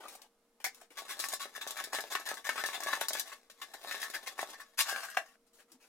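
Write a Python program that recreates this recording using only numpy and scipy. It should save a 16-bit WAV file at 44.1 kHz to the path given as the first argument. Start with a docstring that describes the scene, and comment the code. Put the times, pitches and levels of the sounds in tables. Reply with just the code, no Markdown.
"""A small tiled room, a stereo pair of microphones close to a plastic pail; a faint hum throughout.
A gloved hand carries off the lid and drops it with a clack. From about one second a rubber float works
thick, sandy grout in quick, uneven strokes, nine or ten a second: grains scrape, the float knocks on
the pail, and the paste smacks and plops. Near five seconds the float tears free, rasps over the ringing
rim and snaps off it. Last, it starts to wipe the tiles, with two soft bumps."""
import sys
import numpy as np
from scipy import signal
from scipy.fft import rfft, irfft
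from scipy.io import wavfile

SR = 44100
rng = np.random.default_rng(int(sys.argv[2]) if len(sys.argv) > 2 else 0)


def wav_out(sig):
    """Save sig, one row per channel (or a flat mono array), as 16-bit PCM at SR to the path in sys.argv[1]."""
    wavfile.write(sys.argv[1], SR, np.round(np.clip(np.atleast_2d(sig).T, -1, 1) * 32767).astype(np.int16))


N = 259300
TAPS = 8192
HZ = np.fft.rfftfreq(TAPS, 1 / SR)

# float pushed through the grout, a gap resonating at its blade:
# start_s, length_s, relative_db, treble_db, gap_hz
FLOAT_STROKES = [(0.969, 0.035, -43, 3, 1150), (1.08, 0.061, -41, 1.5, 990),
                 (1.19, 0.081, -46.5, 9.5, 1000), (1.285, 0.079, -48.5, 6, 700),
                 (1.394, .055, -40, 0, 3470), (1.549, 0.034, -44, -0.5, 1790),
                 (1.608, 0.024, -41.5, 2, 3530), (1.67, 0.064, -50, 2, 3600),
                 (1.765, 0.046, -37.5, -1, 2150), (1.83, 0.069, -56, -4, 310), (1.924, 0.069, -35, -1, 655),
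                 (2.101, 0.043, -38.5, 3, 1210), (2.15, 0.076, -46, -13, 1220),
                 (2.254, 0.062, -39.5, 3, 1780), (2.366, 0.019, -45, 0.5, 1680),
                 (2.442, 0.041, -38.5, 0.5, 1920), (2.558, 0.072, -38, -3, 1390),
                 (2.635, 0.097, -50.5, 7, 1740), (2.728, 0.038, -36, -2.5, 3480),
                 (2.818, 0.029, -39.5, -24, 603), (2.863, 0.12, -38.5, -1.5, 1100),
                 (2.99, 0.074, -45.5, 1, 3520), (3.123, 0.084, -41.5, 2, 1740),
                 (3.255, 0.056, -49.5, 1.5, 1080), (3.317, 0.018, -41.5, -4, 1110),
                 (3.497, 0.021, -56, 5.5, 2740), (3.613, 0.031, -42, -0.5, 2730),
                 (3.735, 0.016, -44.5, 1.5, 780), (3.872, 0.12, -43.5, -0.5, 4100),
                 (3.995, 0.076, -43, 2.5, 1760), (4.134, 0.033, -38, 0, 1770),
                 (4.26, 0.035, -40.5, 1, 2020), (4.376, 0.065, -42, 0.5, 655),
                 (4.525, .019, -41, -4.5, 1920), (4.597, 0.022, -45, -0.5, 1850)]
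# float tearing free of the paste: start_s, length_s, level_db, treble_db, gap_hz
FLOAT_PULL = [(4.772, 0.051, -31.5, 9.6, 2330)]
# float against the pail: start_s, strength_db, bass_db, gap_hz
FLOAT_KNOCKS = [(1.1211, -13.5, -9, 1170), (1.24, -5.5, -3, 1010), (1.334, -14, 9, 700),
                (1.9864, -8.5, 10, 1540), (2.1513, -0.5, -8, 2740), (2.1539, -5, 0, 1300),
                (2.3139, -12, 10, 890), (2.491, -1.5, -2, 1790), (2.4942, -1, -8, 1450),
                (2.5804, -9.5, 3, 1320), (2.638, -3, 3, 1740), (2.6462, -21, -17, 1690),
                (2.6875, -11.5, 5.5, 1070), (2.8041, -15.5, 10, 1790), (2.8699, -7, -2, 1100),
                (2.9304, -3.5, -0.5, 1300), (2.9339, -2, 3, 900), (3.0129, -3, 6, 3520),
                (3.106, -12.5, 8.5, 650), (3.151, -10.5, 5, 1140), (3.911, -6, -5, 1900),
                (3.944, -15, 7, 2150), (4.029, -8, -11, 1790), (4.3917, -9.5, 4, 1850),
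                (4.4292, -10.5, 8.5, 660), (4.9609, -10.5, 1, 1540)]
# air pockets popping in the paste: start_s, strength_db, pitch_hz
AIR_POCKETS = [(1.02, -24.5, 724), (1.4549, -19, 507), (1.578, -25, 416), (1.6661, -17, 524),
               (1.8075, -20.5, 900), (1.8403, -19.5, 310), (1.8725, -23.5, 368), (1.945, -17.5, 596),
               (2.0056, -23.5, 310), (2.0384, -18, 570), (2.1981, -22.5, 695), (2.335, -20, 300),
               (2.5572, -17.5, 640), (2.6623, -27, 370), (2.7783, -21, 477), (2.8367, -26, 290),
               (2.8616, -14.5, 580), (2.9744, -19.5, 800), (3.4984, -34.5, 603), (3.748, -25, 290),
               (3.8467, -20, 780), (4.1, -24, 394), (4.925, -17, 472), (4.948, -19, 364)]
# sticky grout letting go: start_s, strength_db
GROUT_SMACKS = [(1.1919, -21.5), (1.1997, -17), (1.2858, -21), (1.3262, -21), (1.337, -18), (1.6744, -23),
                (1.707, -23), (1.8394, -21.5), (2.0058, -23.5), (2.198, -32), (2.341, -28), (2.6607, -19),
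                (2.8041, -28), (2.8347, -21.5), (3.011, -18), (3.0841, -14), (3.1318, -18), (3.1959, -15),
                (4.0297, -31), (4.1, -29), (4.5037, -35), (5.101, -32)]
# paste dragging on the float: time_s, level_db
PASTE_DRAG = [(0.95, -63), (1.01, -52.5), (1.3, -55), (1.51, -58.5), (1.85, -53), (2.42, -62.5),
              (2.6, -50.5), (3.17, -55.5), (3.34, -56.5), (3.45, -79), (3.56, -68.5), (3.8, -56.5),
              (3.95, -52), (4.22, -59), (4.58, -58.5), (4.75, -73.5)]
# float drawn over the rim and lifted away: time_s, rasp_db, ring_hz, ring_drive_db
RIM_PATH = [(4.84, -58, 1450, -52), (4.87, -39.5, 1480, -42), (4.895, -36, 1520, -50),
            (4.93, -46, 1650, -27), (5.015, -45, 1580, -33), (5.05, -40, 1540, -41),
            (5.08, -53.5, 1610, -36.5), (5.135, -52.5, 1760, -24.5), (5.165, -54.5, 1720, -67),
            (5.25, -62.5, 1800, -60.5), (5.351, -70.5, 1790, -76)]
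# float snapping off the rim: start_s, strength_db
RIM_SNAPS = [(5.169, -2.5), (5.1715, 1)]
# gloves and lid rustling, later the float wiping tiles: start_s, length_s, level_db, treble_db, gap_hz
RUSTLES_AND_WIPES = [(0.0, 0.083, -50, -8.5, 400), (0.07, 0.09, -54.5, 2.5, 1190),
                     (0.16, 0.11, -62, -6, 830), (0.6, 0.056, -60.5, -2, 1790),
                     (0.7, 0.16, -64, -0.5, 1230), (0.9, .06, -61.5, -1, 560), (5.465, 0.024, -77, 7, 4970),
                     (5.53, 0.056, -69, 6, 874), (5.585, 0.044, -60.5, -1.5, 1540),
                     (5.68, 0.081, -66.5, -4, 290), (5.8, 0.1, -63.5, -1.5, 2560)]
# light touches on lid and float: start_s, strength_db, treble_db, gap_hz
LIGHT_TOUCHES = [(0.0373, -25, -12, 1200), (0.0519, -18, -15, 1230), (0.0818, -26.5, 9, 2260),
                 (0.1504, -34.5, 14, 790), (0.2174, -32, 7.5, 2930), (0.6012, -27.5, -6, 2970),
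                 (0.7453, -42.5, 17.5, 2520), (0.8132, -24.5, -2, 710), (0.9049, -22, -11, 544),
                 (5.7175, -42, 16.5, 1760)]
# lid landing and settling: start_s, strength_db, bass_db, treble_db
LID_LANDINGS = [(0.6424, -4, -3, 3), (0.6457, -4.5, -3.5, -1), (0.6582, -28, 1, -23), (0.6642, -8, 3, -1)]
# float bumping the tiled wall: start_s, level_db, pitch_hz, decay_s
WALL_BUMPS = [(5.708, -67, 326, .012), (5.742, -59, 255, 0.0065)]

# broad colour of pail, lid and handling: frequency_hz, relative_db
PAIL_SPECTRUM = [(60, -30.5), (130, -30), (250, -14.5), (600, -6.5), (1200, -8), (2000, 3), (2800, -2.5),
                 (5000, -0.5), (10000, -5), (13500, -6.5), (15800, -14)]
LID_SPECTRUM = [(60, -26), (130, -29), (250, -12.5), (1200, -3.5), (2000, -4), (2900, -3.5), (5000, 0.5),
                (10000, -4.5), (15800, -5.5)]
HAND_SPECTRUM = [(60, -44), (130, -34), (300, -5), (800, 3), (1300, -1.8), (1800, -1.5), (4000, -3),
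                 (9000, -4.5), (15800, -11.5)]
# resonances of pail, lid and free rim: pitch_hz, width_hz, lift_db
PAIL_RESONANCES = [(248.4, 6.4, 4), (295, 69, -1.5), (408, 42, 6.5), (580, 38, 8.5), (658, 40, 9),
                   (710, 120, 6.5), (789, 42, 13), (900, 16, 15), (1078, 74, 14.5), (1124.6, 20, 21.5),
                   (1281, 16, 16), (1350, 26, 8.5), (1502, 95, 9), (1480, 91, -2.5), (1679, 28, 13),
                   (1740, 23, 11), (1788.4, 26, 14), (2200, 6.8, 4.5), (2150, 65, -1), (2730, 190, 2.5),
                   (3510, 108, 8), (3735, 78, 1.5), (3950, 76, 9), (4710, 32, -5), (5160, 15, -0.5)]
LID_RESONANCES = [(786, 37, 21.8), (1580, 140, 10.6), (1740, 66, 12.3), (2130, 74, 21.3), (2280, 55, 17),
                  (2250, 47, 18)]
RIM_RESONANCES = [(660, 59, 17), (786, 70, 16.5), (1127, 55, 20), (1480, 100, 12.5), (1627, 105, 12.5),
                  (1766, 31, 11.5), (2140, 50, 3), (2770, 76, 12.5), (5250, 210, -3)]

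# decay of the room's tail: frequency_hz, t60_s
TAIL_DECAY = [(200, 0.47), (700, 0.15), (2000, 0.12), (6000, 0.14), (15000, 0.074)]
# tail against direct sound: frequency_hz, level_db
TAIL_LEVEL = [(200, -4.5), (900, -8.5), (1800, 1.5), (3500, 0.5), (14000, 7)]
# likeness of diffuse sound at the two microphones: frequency_hz, coherence (0-1)
MIC_COHERENCE = [(100, 0.98), (700, 0.95), (1400, 0.74), (2500, 0.22), (14000, 0.04)]
# direct sound reaching the left microphone first: frequency_hz, lead_rad
LEFT_MIC_LEAD = [(100, 0), (1200, 0.17), (2100, 0.7), (3200, 1.75), (4200, 4), (6000, 5), (8500, 8.5),
                 (12000, 5.5), (15000, 10.5)]
# balance of the microphones: frequency_hz, left_minus_right_db
MIC_BALANCE = [(60, 1), (110, 7), (200, -0.5), (380, 3.5), (700, 0), (1290, 3.0), (2380, 5.5), (4400, 4.5),
               (8120, 2.5), (15000, 6)]
# colour of the still room air: frequency_hz, relative_db
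AIR_SPECTRUM = [(20, 4), (60, -27), (120, -23), (170, -13.5), (230, 1), (370, -9.5), (480, -8),
                (780, -11.5), (1200, -12.5), (2000, -18.5), (11500, -21), (16000, -30)]
# faint hum: pitch_hz, level_db
HUM_TONES = [(468.3, -78.5), (651.4, -90), (1254, -94.5), (2121, -97)]


def grout():
    """The float works the paste; everything sounds through the pail and the air in it."""
    pail = body(PAIL_SPECTRUM, PAIL_RESONANCES)
    float_sounds = scraping(pail) + tearing(pail) + knocking(pail)
    return float_sounds + plopping(pail) + smacking(pail) + cracking_sand(pail) + squelching(pail)


def scraping(pail):
    """Sand catches and slips under the blade, each stroke easing off as it goes."""
    return amp(-0.55) * strokes(FLOAT_STROKES, pail, bass_db=-2.5, gap_db=6, swell_db=-5, arch=0.33,
                                grains_per_s=2200, grain_db=3.5, hiss=0.42, judder_db=4, judder_per_s=219.5)


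def tearing(pail):
    """The float pulls free of the paste in one bright, swelling rip."""
    return strokes(FLOAT_PULL, pail, bass_db=-7, gap_db=6.5, swell_db=11.5, arch=1.04,
                   grains_per_s=7900, grain_db=0.2, hiss=1, judder_db=4, judder_per_s=370)


def knocking(pail, treble_db=-7.5, gap_db=6.5):
    """Rubber knocks dully on the pail's wall."""
    rows = [(s, db, bass_db, treble_db, gap_hz, gap_db) for s, db, bass_db, gap_hz in FLOAT_KNOCKS]
    return blows(rows, pail, crunch=0.16, crunch_s=0.0041)


def plopping(pail, bass_db=12.5, treble_db=-4.5, gap_db=8.5):
    """Pockets of air pop in the paste, each with its own low pitch."""
    rows = [(s, db, bass_db, treble_db, pitch_hz, gap_db) for s, db, pitch_hz in AIR_POCKETS]
    return blows(rows, pail, crunch=0.46, crunch_s=0.0088)


def smacking(pail, bass_db=2.6, treble_db=15.4, gap_hz=110, gap_db=11):
    """Sticky grout lets go with a bright, wet smack."""
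    rows = [(s, db, bass_db, treble_db, gap_hz, gap_db) for s, db in GROUT_SMACKS]
    return blows(rows, pail, crunch=0.83, crunch_s=0.0033)


def cracking_sand(pail, lowest_hz=2800):
    """Now and then a single large grain cracks under the moving float."""
    ticks = strokes(FLOAT_STROKES, pail, bass_db=-3, gap_db=-2, swell_db=-4, arch=0.47,
                    grains_per_s=140, grain_db=7, hiss=0.05, judder_db=4, judder_per_s=100)
    return amp(-5.5) * signal.sosfilt(signal.butter(2, lowest_hz, "high", fs=SR, output="sos"), ticks)


def squelching(pail):
    """Heavy paste drags around the float for as long as it moves in the pail."""
    drag = friction(N, grains_per_s=500, grain_db=3, hiss=0.4, judder_db=3.5, judder_per_s=55)
    response = contact_response(pail, bass_db=6.5, treble_db=2.5, gap_hz=300, gap_db=15.5)
    return signal.fftconvolve(drag * envelope(PASTE_DRAG), response)[:N]


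def rim_scrape(width_hz=170):
    """The float rasps over the rim, which rings higher and clearer as the paste is wiped off."""
    rim = body(PAIL_SPECTRUM, RIM_RESONANCES)
    time_s, _, ring_hz, ring_drive_db = np.transpose(RIM_PATH)
    rubbing = friction(N, grains_per_s=3600, grain_db=2, hiss=0.2, judder_db=3, judder_per_s=150)
    response = contact_response(rim, bass_db=-1, treble_db=2.5, gap_hz=1250, gap_db=4.5)
    rasp = signal.fftconvolve(rubbing * envelope(RIM_PATH), response)[:N]
    pitch_hz = np.interp(np.arange(N) / SR, time_s, ring_hz)
    ring_drive = rubbing * envelope(np.c_[time_s, ring_drive_db])
    return rasp + resonate(resonate(ring_drive, pitch_hz, width_hz), pitch_hz, 2 * width_hz)


def rim_snap(bass_db=1, treble_db=-10, gap_hz=3400, gap_db=8):
    """The bare rim cracks as the float snaps off it."""
    rows = [(s, db, bass_db, treble_db, gap_hz, gap_db) for s, db in RIM_SNAPS]
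    return blows(rows, body(PAIL_SPECTRUM, RIM_RESONANCES), crunch=0.94, crunch_s=0.0019)


def lid_clack(gap_hz=1900, gap_db=1.5):
    """The plastic lid lands and settles; the air under it resonates alike each time."""
    rows = [(*landing, gap_hz, gap_db) for landing in LID_LANDINGS]
    return blows(rows, body(LID_SPECTRUM, LID_RESONANCES), crunch=1, crunch_s=0.006)


def handling(touch_bass_db=0.5, touch_gap_db=15):
    """Soft friction and light touches: gloves on the lid, later the float on the tiles."""
    hand = body(HAND_SPECTRUM)
    rustle = strokes(RUSTLES_AND_WIPES, hand, bass_db=0.6, gap_db=6, swell_db=-3.5, arch=0.19,
                     grains_per_s=970, grain_db=-3, hiss=0.99, judder_db=3, judder_per_s=145)
    rows = [(s, db, touch_bass_db, treble_db, hz, touch_gap_db) for s, db, treble_db, hz in LIGHT_TOUCHES]
    return rustle + blows(rows, hand, crunch=1.7, crunch_s=0.0048)


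def wall_bumps():
    """The loaded float meets the wall, which answers with a short low note."""
    out, t = np.zeros(N), np.arange(TAPS) / SR
    for start_s, level_db, pitch_hz, decay_s in WALL_BUMPS:
        swell = t / decay_s * np.exp(1 - t / decay_s)
        add(out, start_s, amp(level_db) * swell * np.sin(2 * np.pi * pitch_hz * t))
    return out


def strokes(rows, body_gain, bass_db, gap_db, swell_db, arch, **texture):
    """Each stroke is friction under one arch of pressure, leaning by swell_db from start to end."""
    out = np.zeros(N)
    for start_s, length_s, level_db, treble_db, gap_hz in rows:
        count = max(int(length_s * SR), 16)
        progress = (np.arange(count) + 0.5) / count
        pressure = np.sin(np.pi * progress) ** arch * amp(level_db + swell_db * (progress - 0.5))
        response = contact_response(body_gain, bass_db, treble_db, gap_hz, gap_db)
        add(out, start_s, signal.fftconvolve(friction(count, **texture) * pressure, response))
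    return out


def friction(count, grains_per_s, grain_db, hiss, judder_db, judder_per_s):
    """Grains of uneven size catch and slip under a juddering pressure; rms 1."""
    drawn = max(count, SR // 4)
    chance, size = rng.random((2, drawn))[:, :count]
    sign, fine_noise = rng.standard_normal((2, drawn))[:, :count]
    catches = chance < grains_per_s / SR
    grains = catches * np.sign(sign) * amp(grain_db * np.minimum(-np.log(size), 4))
    judder = amp(judder_db * wander(count, judder_per_s))
    return unit_rms((unit_rms(grains) + hiss * fine_noise) * judder)


def blows(rows, body_gain, crunch, crunch_s):
    """Each blow is one sharp push and a brief crunch of grit, ringing the body."""
    out, t = np.zeros(N), np.arange(TAPS // 8) / SR
    for start_s, strength_db, *contact in rows:
        grit = rng.standard_normal(len(t)) * np.exp(-t / crunch_s)
        push = (t == 0) + crunch * grit / np.linalg.norm(grit)
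        ringing = signal.fftconvolve(push / np.linalg.norm(push), contact_response(body_gain, *contact))
        add(out, start_s, amp(strength_db) * ringing)
    return out


def body(colour, modes=()):
    """Gain by frequency of an object: broad colour times resonance peaks; rms 1."""
    peaks = sum(amp(db) ** 2 / (1 + (2 * (HZ - hz) / width) ** 2) for hz, width, db in modes)
    return unit_rms(amp(curve(colour, HZ)) * np.sqrt(1 + peaks))


def contact_response(body_gain, bass_db, treble_db, gap_hz, gap_db, bass_hz=900, treble_hz=3100, gap_q=5):
    """A body's answer to one contact: weight adds bass, grit treble, and the gap a resonance."""
    tint_db = bass_db / (1 + (HZ / bass_hz) ** 6) + treble_db / (1 + (treble_hz / (HZ + 1)) ** 6)
    undamped = np.clip(gap_hz / 900, 0.4, 1)  # the paste damps low resonances to a share of gap_db
    tint_db += undamped * gap_db / (1 + (2 * gap_q * (HZ / gap_hz - 1)) ** 2)
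    log_gain = np.log(np.maximum(body_gain * amp(tint_db), 1e-5))
    mirrored = np.r_[log_gain, log_gain[-2:0:-1]]
    minimum_phase = np.exp(np.conj(signal.hilbert(mirrored)))  # nothing rings before the contact
    return irfft(minimum_phase[:len(HZ)])[:TAPS // 2]


def resonate(x, pitch_hz, width_hz):
    """A resonance of gain 1 that glides along pitch_hz."""
    turn = np.exp(2j * np.pi * np.cumsum(pitch_hz) / SR)
    pole = np.exp(-np.pi * width_hz / SR)
    return 2 * (turn * signal.lfilter([1 - pole], [1, -pole], x / turn + 1e-18)).real


def tiled_room(x, size=TAPS // 2):
    """Tiled walls answer quickly; the echo pattern shifts at random, as when arm and float move."""
    padded, out = np.pad(x, size), np.zeros((N + 2 * size, 2))
    margin = TAPS // 128  # holds the response's early ripple
    for at in range(0, N + size, size // 2):
        piece = padded[at:at + size] * signal.windows.cosine(size)
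        responses = np.roll(irfft(microphone_paths()), margin, axis=1)
        at_mics = signal.fftconvolve(piece[None], responses, axes=1)[:, margin:]
        add(out, at / SR, at_mics.T)
    return out[size:size + N].T


def microphone_paths(spread_s=0.001975):
    """Spectra to both microphones: direct sound, smeared by short bounces in the pail, plus the tail."""
    knots_hz = np.linspace(0, SR / 2, 64)
    delay_s = spread_s * np.interp(HZ, knots_hz, rng.random(len(knots_hz)))
    phase = 2 * np.pi * np.cumsum(delay_s) * HZ[1] + np.outer([0, 1], curve(LEFT_MIC_LEAD, HZ))
    wet = amp(curve(TAIL_LEVEL, HZ))
    balance = amp(np.outer([1, -1], curve(MIC_BALANCE, HZ)) / 2)
    power = np.mean(balance ** 2, 0) * (1 + wet ** 2)
    return balance * (np.exp(-1j * phase) + wet * room_tail()) / np.sqrt(power)


def room_tail():
    """Left and right spectra of one diffuse tail, lingering longest in the bass."""
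    hz, t, noise = signal.stft(rng.standard_normal((2, TAPS)), SR, nperseg=256)
    t60_s = curve(TAIL_DECAY, hz)[:, None]
    decaying = diffuse_pair(*noise, hz[:, None]) * amp(-60 * t / t60_s) / np.sqrt(t60_s)
    build_up = np.clip(np.arange(TAPS) / SR / 0.00042 - 0.5, 0, 1)
    tail = signal.istft(decaying, SR, nperseg=256)[1][:, :TAPS] * build_up
    return rfft(tail / np.linalg.norm(tail[0]))


def diffuse_pair(left, independent, hz):
    """Diffuse sound is alike at both microphones in the bass only."""
    coherence = np.clip(curve(MIC_COHERENCE, hz), 0, 1)
    return np.array([left, coherence * left + np.sqrt(1 - coherence ** 2) * independent])


def room_tone(air_db=-74.5):
    """Still room air and a faint, slightly wavering hum."""
    hz, t = np.fft.rfftfreq(N, 1 / SR), np.arange(N) / SR
    noise = rfft(rng.standard_normal((2, N)))
    air = irfft(diffuse_pair(*noise, hz) * amp(curve(AIR_SPECTRUM, hz)), N)
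    hum = sum(amp(db + 1.2 * wander(N, 24)) * np.sin(2 * np.pi * pitch_hz * t + 0.28 * wander(N, 4.4))
              for pitch_hz, db in HUM_TONES)
    return amp(air_db) * unit_rms(air) + np.sqrt(2) * hum


def amp(db):
    """Decibels to gain."""
    return 10 ** (np.asarray(db) / 20)


def unit_rms(x):
    """Scales to rms 1."""
    return x / np.sqrt(np.mean(x ** 2) + 1e-20)


def curve(points, hz):
    """Reads rows of frequency_hz, value on a log-frequency axis."""
    frequency_hz, value = np.transpose(points)
    return np.interp(np.log(hz + 1), np.log(frequency_hz + 1), value)


def envelope(points):
    """Gain along rows of time_s, level_db; silent outside them."""
    time_s, level_db = np.transpose(points)[:2]
    return amp(np.interp(np.arange(N) / SR, time_s, level_db, left=-np.inf, right=-np.inf))


def wander(count, per_s):
    """A smooth random curve of spread about 1."""
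    knots = rng.standard_normal(N // 16)
    return np.interp(np.arange(count) * per_s / SR, np.arange(len(knots)), knots)


def add(mix, start_s, sound):
    """Mixes a sound in at start_s."""
    part = mix[max(round(start_s * SR), 0):][:len(sound)]
    part += sound[:len(part)]


def scene():
    """The work as it reaches the two microphones, over the room tone."""
    work = grout() + rim_scrape() + rim_snap() + lid_clack() + handling() + wall_bumps()
    return tiled_room(work) + room_tone()


def record(dry):
    """The recorder's band limit cuts the highest treble."""
    edge_hz = 16100
    lowpass = signal.firwin(511, edge_hz, window=("kaiser", 9), fs=SR)
    return signal.oaconvolve(dry, lowpass[None], "same")


dry = scene()
out = record(dry)
wav_out(out)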